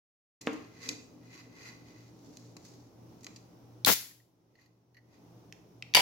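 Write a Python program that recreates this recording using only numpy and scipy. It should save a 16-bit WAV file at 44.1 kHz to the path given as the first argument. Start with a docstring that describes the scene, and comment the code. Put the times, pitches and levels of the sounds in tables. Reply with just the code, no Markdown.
"""A soda can on a wooden table in a small, humming room, close to a phone's two microphones.
The can is set down and turned on the wood; fingers rub its wall and nails tick on the tab.
Near 3.85 s the seal cracks, gas jets out and spits at the left microphone, and the phone turns
its gain down for a second. Fingertips tap the slack lid and the tab is levered up; near 5.95 s
it tears the lid open over the ringing headspace."""
import sys
import numpy as np
from scipy import signal
from scipy.fft import rfft, irfft, next_fast_len
from scipy.io import wavfile
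from scipy.ndimage import uniform_filter1d

SR = 44100
rng = np.random.default_rng(int(sys.argv[2]) if len(sys.argv) > 2 else 0)


def wav_record(signal):
    """Record a signal, one row per channel, as 16-bit PCM in the file named by sys.argv[1]."""
    frames = np.transpose(np.atleast_2d(signal))
    bounded = np.clip(frames, -1, 1)
    # unit amplitude maps onto the largest positive 16-bit level
    quanta = np.round(bounded * 32767).astype(np.int16)
    wavfile.write(sys.argv[1], SR, quanta)


N = 265041
T = np.arange(N) / SR

# thin aluminium wall and lid under pressure: (frequency [Hz], width [Hz], gain [dB])
TAUT_CAN_MODES = [(1105, 43, 0.5), (1480, 270, -9.5), (2024, 95, 6.5), (2457, 170, 2.5), (2926, 88, -16.5),
                  (3444, 39, -10), (4070, 120, -2.5), (4640, 200, -2.5), (5626, 300, -10),
                  (6450, 220, -4.5), (7000, 250, -15.5), (10240, 520, -17.5), (12300, 1300, -16.5)]
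# table top under the can: (frequency [Hz], width [Hz], gain [dB])
WOOD_MODES = [(257, 43, -4.5), (302, 23, -0.5), (457, 24, -2.5), (560, 180, -5.5), (760, 41.3, -3),
              (924, 280, -5), (1100, 170, 2), (1596, 110, -8.5), (2123, 74, -10), (2423, 300, -13),
              (3430, 250, -19.5)]


def undb(db):
    """Decibels to gain."""
    return 10 ** (np.asarray(db) / 20)


def unit(x):
    """Scale to rms 1."""
    return x / np.sqrt(np.mean(x ** 2))


def pan(db):
    """Microphone gains for a left-minus-right difference."""
    return undb(np.array([[db], [-db]]) / 2)


def pair(alike, size=N):
    """White noise at two microphones that share the fraction `alike` of its power."""
    shared = np.sqrt(alike) * rng.standard_normal(size)
    return shared + np.sqrt(1 - alike) * rng.standard_normal((2, size))


def colour(x, points):
    """Shape a sound with a spectrum of (frequency [Hz], gain [dB]) points."""
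    hz, db = np.transpose(points)
    size = next_fast_len(x.shape[-1])
    bins_hz = np.maximum(np.fft.rfftfreq(size, 1 / SR), 1)
    gain = undb(np.interp(np.log(bins_hz), np.log(hz), db))
    return irfft(rfft(x, size) * gain, size)[..., :x.shape[-1]]


def band(x, hz, width):
    """One resonance, gain 1 at its centre."""
    return signal.lfilter(*signal.iirpeak(hz, hz / min(width, SR / 4), fs=SR), x)


def ring(force, modes):
    """A body's modes, driven by a force."""
    return sum(undb(db) * band(force, hz, width) for hz, width, db in modes)


def walk(rate_hz, size=N):
    """Smooth random wander with a spread near 1."""
    knots = rng.standard_normal(int(size / SR * rate_hz) + 2)
    return np.interp(T[:size] * rate_hz, np.arange(len(knots)), knots)


def contact(decay_s, alike, size=4096):
    """A dying burst of tiny slips."""
    return pair(alike, size) * np.exp(-T[:size] / decay_s)


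def swells(strokes, shape=1.4):
    """A hand's effort: each stroke swells and eases off; shape 1 is pointed, 2 rounded."""
    return sum(undb(db) * np.exp(-np.abs((T - s) / np.where(T < s, swell, ease)) ** shape)
               for s, db, swell, ease in strokes)


def burst(start_s, attack_s, hold_s, release_s, db_per_s=0):
    """A linear attack, a sloping hold and an exponential release."""
    t = T - start_s - attack_s
    attack = np.clip(1 + t / attack_s, 0, 1)
    slope = undb(db_per_s * np.clip(t, 0, hold_s))
    return attack * slope * np.exp(-np.maximum(t - hold_s, 0) / release_s)


def add(out, s, x, db):
    """Mix in a short sound at time s with its loudest two milliseconds at the given level."""
    i = int(s * SR)
    loudest = np.sqrt(uniform_filter1d(np.mean(x ** 2, axis=0), size=88).max())
    out[:, i:i + x.shape[1]] += x[:, :N - i] * undb(db) / loudest


def room_tone(air_db=-58.5, waver_db=2):
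    """Steady room air, alike at both microphones in the bass, with a wavering appliance hum."""
    # spectrum of the room's air: (frequency [Hz], gain [dB])
    air_spectrum = [(15, -54.5), (25, -24), (84, -12), (120, -6), (145, -11.5), (170, -7), (236, -10),
                    (317, -6), (354, -10.5), (818, -17), (1740, -37), (4490, -40), (5730, -35), (7920, -49),
                    (16000, -43.5)]
    # appliance tones, the two lowest beating: (frequency [Hz], level [dB])
    hum_tones = [(119.7, -63), (117.1, -65.5), (170, -69), (291.5, -72.5)]
    bass = colour(pair(alike=.8), [(400, -1), (900, -10), (2500, -14.5), (8000, -43.5)])
    treble = colour(pair(alike=.041), [(100, -27), (400, -11.5), (900, -1), (2000, 3)])
    air = unit(colour(bass + treble, air_spectrum)) * undb(air_db + walk(4.8))
    hum = sum(undb(db + waver_db * walk(9.7)) * unit(np.sin(2 * np.pi * hz * T + 1.4 * walk(6)))
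              for hz, db in hum_tones)
    return air + hum


def reverb(x, wet_db=-6, low_t60=.49, high_t60=.52, build_s=.00091, size=30000):
    """Close bare walls return a dense tail about half a second long."""
    t = T[:size]
    noise = pair(alike=.21, size=size)
    low = signal.sosfilt(signal.butter(1, 600, fs=SR, output="sos"), noise)
    tail = low * undb(-60 * t / low_t60) + (noise - low) * undb(-60 * t / high_t60)
    tail = unit(tail * (1 - np.exp(-t / build_s))) / np.sqrt(size)
    wet = signal.oaconvolve(x, tail, axes=1)[:, :N]
    tone = [(100, .5), (300, 1.5), (900, 5), (2500, .5), (6000, 0), (10000, 1.5), (15500, -4.5)]
    return undb(wet_db) * colour(wet, tone)


def dragging(judder_db=4, force_hz=(240, 380)):
    """The can's foot judders as it is turned and sets the table's low modes droning."""
    # shoves over the wood: (time of fastest slide [s], level [dB], swell [s], ease [s])
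    shoves = [(.527, -37, .032, 0.035), (.895, -45.5, 0.06, 0.062), (1.45, -60, 0.58, 0.37),
              (2.45, -60, 0.5, 0.36), (3.0, -57.5, 0.044, 0.031), (3.32, -57.5, 0.083, 0.086)]
    slips = pair(alike=.85) * undb(judder_db * walk(60))
    force = signal.sosfilt(signal.butter(2, force_hz, "band", fs=SR, output="sos"), slips)
    return unit(ring(force, WOOD_MODES)) * swells(shoves)


def knocks(crack_db=-27, grit=.19, radiated_hz=(190, 3200), size=24000):
    """The can's foot drives the table top, which radiates little deep bass."""
    # the foot lands, rocks and is jolted: (time [s], level [dB], contact time [s])
    impacts = [(0.4718, -21, 0.0007), (0.4783, -28, 0.00046), (.89, -42, 0.0059), (2.567, -47.5, 0.0024),
               (3.267, -42, 0.0004), (3.8492, -43, 0.0019)]
    out = np.zeros((2, N))
    radiation = signal.butter(2, radiated_hz, "band", fs=SR, output="sos")
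    for s, db, contact_s in impacts:
        t = T[:size] / contact_s
        roughness = grit * (.001 / contact_s) ** 2  # a slow, soft contact has less grit
        force = t * np.exp(-2 * t) + roughness * contact(contact_s, alike=.85, size=size)
        knock = ring(force, WOOD_MODES) + undb(crack_db) * band(force, 1100, 2000)
        add(out, s, signal.sosfilt(radiation, knock), db)
    return out


def rubbing(grain_db=2.5, catch_db=2, skin_db=-9, press_power=.25):
    """Skin sticks and slips: a firm stroke rings the wall, fingertips on the lid only rustle."""
    # the hand on the wall: (time of firmest pressure [s], level [dB], swell [s], ease [s])
    wall_strokes = [(.53, -54.5, .13, 0.13), (.885, -49, 0.082, 0.038), (1.385, -53, 0.11, 0.051),
                    (1.67, -51, 0.099, 0.068), (1.97, -61.5, 0.15, 0.1), (4.63, -57, 0.08, 0.043),
                    (5.14, -61.5, .04, 0.045)]
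    # fingertips feel for the tab: (time of firmest pressure [s], level [dB], swell [s], ease [s])
    lid_strokes = [(.885, -51.5, 0.048, 0.035), (2.4, -63.5, 0.26, 0.18), (2.675, -61.5, 0.053, 0.14),
                   (3.3, -68, 0.14, .14)]
    slips = pair(alike=.081) * undb(grain_db * walk(400) + catch_db * walk(35))
    effort = swells(wall_strokes)
    wall = ring(slips, TAUT_CAN_MODES)
    wall = unit(colour(wall, [(1100, -1.5), (2100, -.5), (3200, -5), (4300, -.5), (6500, -3.5)]))
    wall *= (effort / effort.max()) ** press_power
    skin = unit(colour(slips, [(600, -12.5), (1500, -7), (2500, -6), (3500, -1), (6700, -1.5),
                               (8500, -13.5), (16000, -17.5)]))
    tips = unit(colour(slips, [(1000, -13.5), (2200, -7), (3100, -11), (4400, -1), (7000, -.5),
                               (8500, -12), (16000, -15.5)]))
    friction = (wall + undb(skin_db) * skin) * effort + tips * swells(lid_strokes)
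    return colour(friction, [(6500, -1), (8500, -7), (16000, -7)])


def strikes(events, modes, snap_db, slip=.62, spread=.84):
    """Sharp contacts and their slips snap the metal and ring it, each around its own centre."""
    # so small a body radiates poorly below its first modes
    radiation = [(300, -13), (1100, -6.5), (1900, -1), (7200, 4), (8800, -6), (11000, -1), (15500, -.5)]
    out = np.zeros((2, N))
    for s, db, hz, contact_s in events:
        force = slip * contact(contact_s, alike=.38)
        force[:, 0] += 1  # the impact itself
        force = band(force, hz, spread * hz)
        metal = ring(force, modes) + undb(snap_db) * band(force, hz, 2 * spread * hz)
        fade_out = np.linspace(1, 0, metal.shape[1]) ** 2  # fade each click's ring smoothly to silence
        add(out, s, colour(metal, radiation) * fade_out, db)
    return out


def finger_taps():
    """Fingertips shift on the lid, slack once the gas is out, and ring it faintly."""
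    # fingertip contacts: (time [s], level [dB], centre [Hz], contact time [s])
    touches = [(4.11, -48.5, 1800, 0.0048), (4.201, -54.5, 1900, 0.0014), (4.554, -52, 2800, 0.0057),
               (4.588, -50, 2190, 0.017), (4.612, -56, 5000, 0.012), (4.66, -55.5, 5000, 0.0053),
               (4.945, -54.5, 2604, 0.0082), (4.968, -47, 1928, 0.016)]
    # slack lid: (frequency [Hz], width [Hz], gain [dB])
    slack_modes = [(1909, 74, 4), (2730, 225, -20.5), (4350, 254, -9.5), (5900, 460, -22),
                   (11920, 1200, -14)]
    return strikes(touches, slack_modes, snap_db=-45, slip=.79)


def nail_clicks():
    """Nails tick on the closed can and ring its taut metal."""
    # nail contacts: (time [s], level [dB], centre [Hz], contact time [s])
    ticks = [(.413, -46, 6300, 0.014), (.466, -46.5, 5850, 0.019), (.531, -50, 6900, 0.01),
             (0.8897, -24.5, 4700, 0.0038), (2.371, -43, 5800, 0.0018), (2.567, -46, 4800, 0.0032),
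             (2.650, -55, 6300, .012), (2.683, -60, 6450, 0.0093), (3.208, -62, 6350, 0.0065),
             (3.232, -56, 6670, 0.015), (3.2447, -41, 5990, 0.0025), (3.2667, -39.5, 3400, 0.002),
             (3.361, -48, 4900, 0.0092)]
    return strikes(ticks, TAUT_CAN_MODES, snap_db=-14.5, spread=.88)


def tab_lever():
    """The tab bites as it is levered up and rings against the lid."""
    # bites of the tab: (time [s], level [dB], centre [Hz], contact time [s])
    bites = [(5.525, -40, 4760, 0.0013), (5.8242, -33.5, 3080, 0.0012), (5.9385, -24.5, 3360, 0.0014)]
    # tab pressed on the lid: (frequency [Hz], width [Hz], gain [dB])
    tab_modes = [(1960, 200, 7.5), (2420, 370, 4), (3110, 84, -3), (4400, 500, -11), (5290, 96, 4),
                 (7150, 380, -15.5), (10900, 800, -10)]
    return strikes(bites, tab_modes, snap_db=-37, spread=.79)


def seal_crack():
    """The seal gives under the tab's nose and rings the metal around the rivet."""
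    # the single crack: (time [s], level [dB], centre [Hz], contact time [s])
    crack = [(3.8482, -15, 4310, 0.0016)]
    # stiff metal around the rivet: (frequency [Hz], width [Hz], gain [dB])
    rivet_modes = [(2597, 500, -10), (3570, 260, 1.5), (4000, 220, 0), (6550, 450, -7), (9900, 1300, -5.5),
                   (14100, 2500, -12)]
    return strikes(crack, rivet_modes, snap_db=-15.5)


def gas_jet(flow_db=-21.5, seep_db=-44.5, flutter_db=1.5, left_db=3):
    """Turbulent gas leaves the widening crack until the pressure is spent; a faint seep trails it."""
    # spectrum of the hiss: (frequency [Hz], gain [dB])
    hiss_spectrum = [(300, -19.5), (1000, -14.5), (2000, -4.5), (3000, -4), (4500, 0.5), (7000, -1.5),
                     (8500, -11), (11000, -1.5), (13000, 0), (15500, 0.5)]
    gas = unit(colour(pair(alike=.074), hiss_spectrum))
    opening = dict(start_s=3.859, attack_s=.003, hold_s=.072)
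    flow = undb(flow_db) * burst(**opening, release_s=.008, db_per_s=23.5)
    seep = undb(seep_db) * burst(**opening, release_s=.028)
    return gas * undb(flutter_db * walk(500)) * (flow + seep) * pan(left_db)


def spray(start_s=3.868, gap_s=.0027, straggler_s=3.9172, spit_db=-7, gust_db=-22, right_db=-28):
    """A volley of droplets and one straggler hit the left microphone; the gust rumbles between them."""
    count, size = 13, 1024
    port = np.zeros(N)
    times = np.append(start_s + (np.arange(count) + .5) * gap_s, straggler_s)
    for s, (late, strong, long) in zip(times, rng.uniform(-1, 1, (count + 1, 3))):
        i = int((s + late * gap_s / 2) * SR)
        push_s = .0001 * np.exp(.7 * long)
        t = T[:size] / push_s
        spit = np.e * t * (2 - t) * np.exp(-t)  # the port's air is pushed in and swings back
        port[i:i + size] += undb(spit_db + 1.5 * strong) * spit
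    rumble = [(40, -21), (70, -14), (130, 4.5), (400, -.5), (1500, -5.5), (4000, -11.5), (8000, -28)]
    gust = undb(gust_db) * unit(colour(rng.standard_normal(N), rumble))
    port += gust * burst(start_s, attack_s=.012, hold_s=.045, release_s=.004, db_per_s=-130)
    return port * undb([[0], [right_db]])


def jerks(start_s=5.9595, gap_s=.0065, decay_s=.0064, start_db=-17.5, fade_db_per_s=162, fold_s=5.972):
    """The score rips in weakening jerks: (time [s], level [dB], decay [s], thump [dB], pitch ratio)."""
    rows = []
    for k, (late, weak, higher) in enumerate(rng.uniform(-1, 1, (8, 3))):
        s = start_s + (k + .2 * late) * gap_s
        db = start_db - fade_db_per_s * (s - start_s) - weak
        thump_db = db + (-.5 if s > fold_s else -16)  # once folded, the loose lid thumps harder
        rows.append((s, db, decay_s, thump_db, 1 + .092 * higher))
    return rows


def tearing(rip_db=-17, thump_hz=650, grain_db=4, puff_db=-5):
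    """Snaps and jerks ring the loosening lid at shifting pitch; its buckling thumps the headspace."""
    # the lid snaps along its score and folds in: (time [s], level [dB], decay [s], thump [dB])
    snaps = [(5.948, -10.5, .0022, -31.5), (5.9523, -9, .0009, -20.5), (5.967, -15.5, 0.0021, -24),
             (5.9726, -24, 0.0038, -14)]
    # the tearing lid with the air under it: (frequency [Hz], width [Hz], gain [dB])
    lid_modes = [(139, 56, -11.5), (280, 25, -9.5), (815, 86, -4), (966, 120, -2), (2160, 100, -5),
                 (2350, 130, 6), (2870, 240, 5.5), (3600, 360, -5), (4553, 120, 8.5), (4960, 220, -30),
                 (6660, 1000, -21), (10300, 2500, -16)]
    out = np.zeros((2, N))
    for s, db, decay_s, thump_db, pitch_ratio in [(*snap, 1) for snap in snaps] + jerks():
        force = contact(decay_s, alike=.14)
        force *= undb(grain_db * walk(2450, size=force.shape[1]))
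        shifted_modes = [(hz * pitch_ratio, width, gain_db) for hz, width, gain_db in lid_modes]
        add(out, s, ring(force, shifted_modes) + undb(rip_db) * band(force, 3000, 1700), db)
        push = contact(.00076, alike=.91)
        push[:, 0] += 4  # the lid buckles
        push = band(band(push, thump_hz, 2000), thump_hz / 2, 1150)
        add(out, s, ring(push, lid_modes) + undb(puff_db) * push, thump_db)
    return out


def scene(tap_send_db=-10, click_send_db=-3):
    """Can and hands at close range; small contacts stir the room less, and the spray not at all."""
    can = knocks() + dragging() + rubbing() + gas_jet() + tearing()
    clicks = nail_clicks() + seal_crack() + tab_lever()
    taps = finger_taps()
    walls = reverb(can + undb(click_send_db) * clicks + undb(tap_send_db) * taps)
    return can + clicks + taps + walls + spray() + room_tone()


def gain_control(x, limit_db=-24, depth_db=12, hold_s=.92, glide_s=.42):
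    """A loud sound turns the phone's gain down; it stays down for a while and glides back."""
    power = uniform_filter1d(np.mean(x ** 2, axis=0), size=882)  # over 20 ms
    loud = power > undb(limit_db) ** 2
    since_loud_s = T - np.maximum.accumulate(np.where(loud, T, -np.inf))
    held_s = np.cumsum(since_loud_s < hold_s) / SR
    held_share = (held_s - np.interp(T - glide_s, T, held_s)) / glide_s  # of the last glide_s
    return x * undb(-depth_db * held_share)


def record(dry, open_s=.409, top_hz=16000):
    """The phone's input opens after a moment, rides its gain, clips at full scale and cuts the top."""
    fade_in = np.clip((T - open_s) / .0025, 0, 1)
    x = np.clip(gain_control(dry), -1, 1) * fade_in
    return signal.sosfilt(signal.ellip(10, .2, 70, top_hz, fs=SR, output="sos"), x)


dry = scene()
out = record(dry)
wav_record(out)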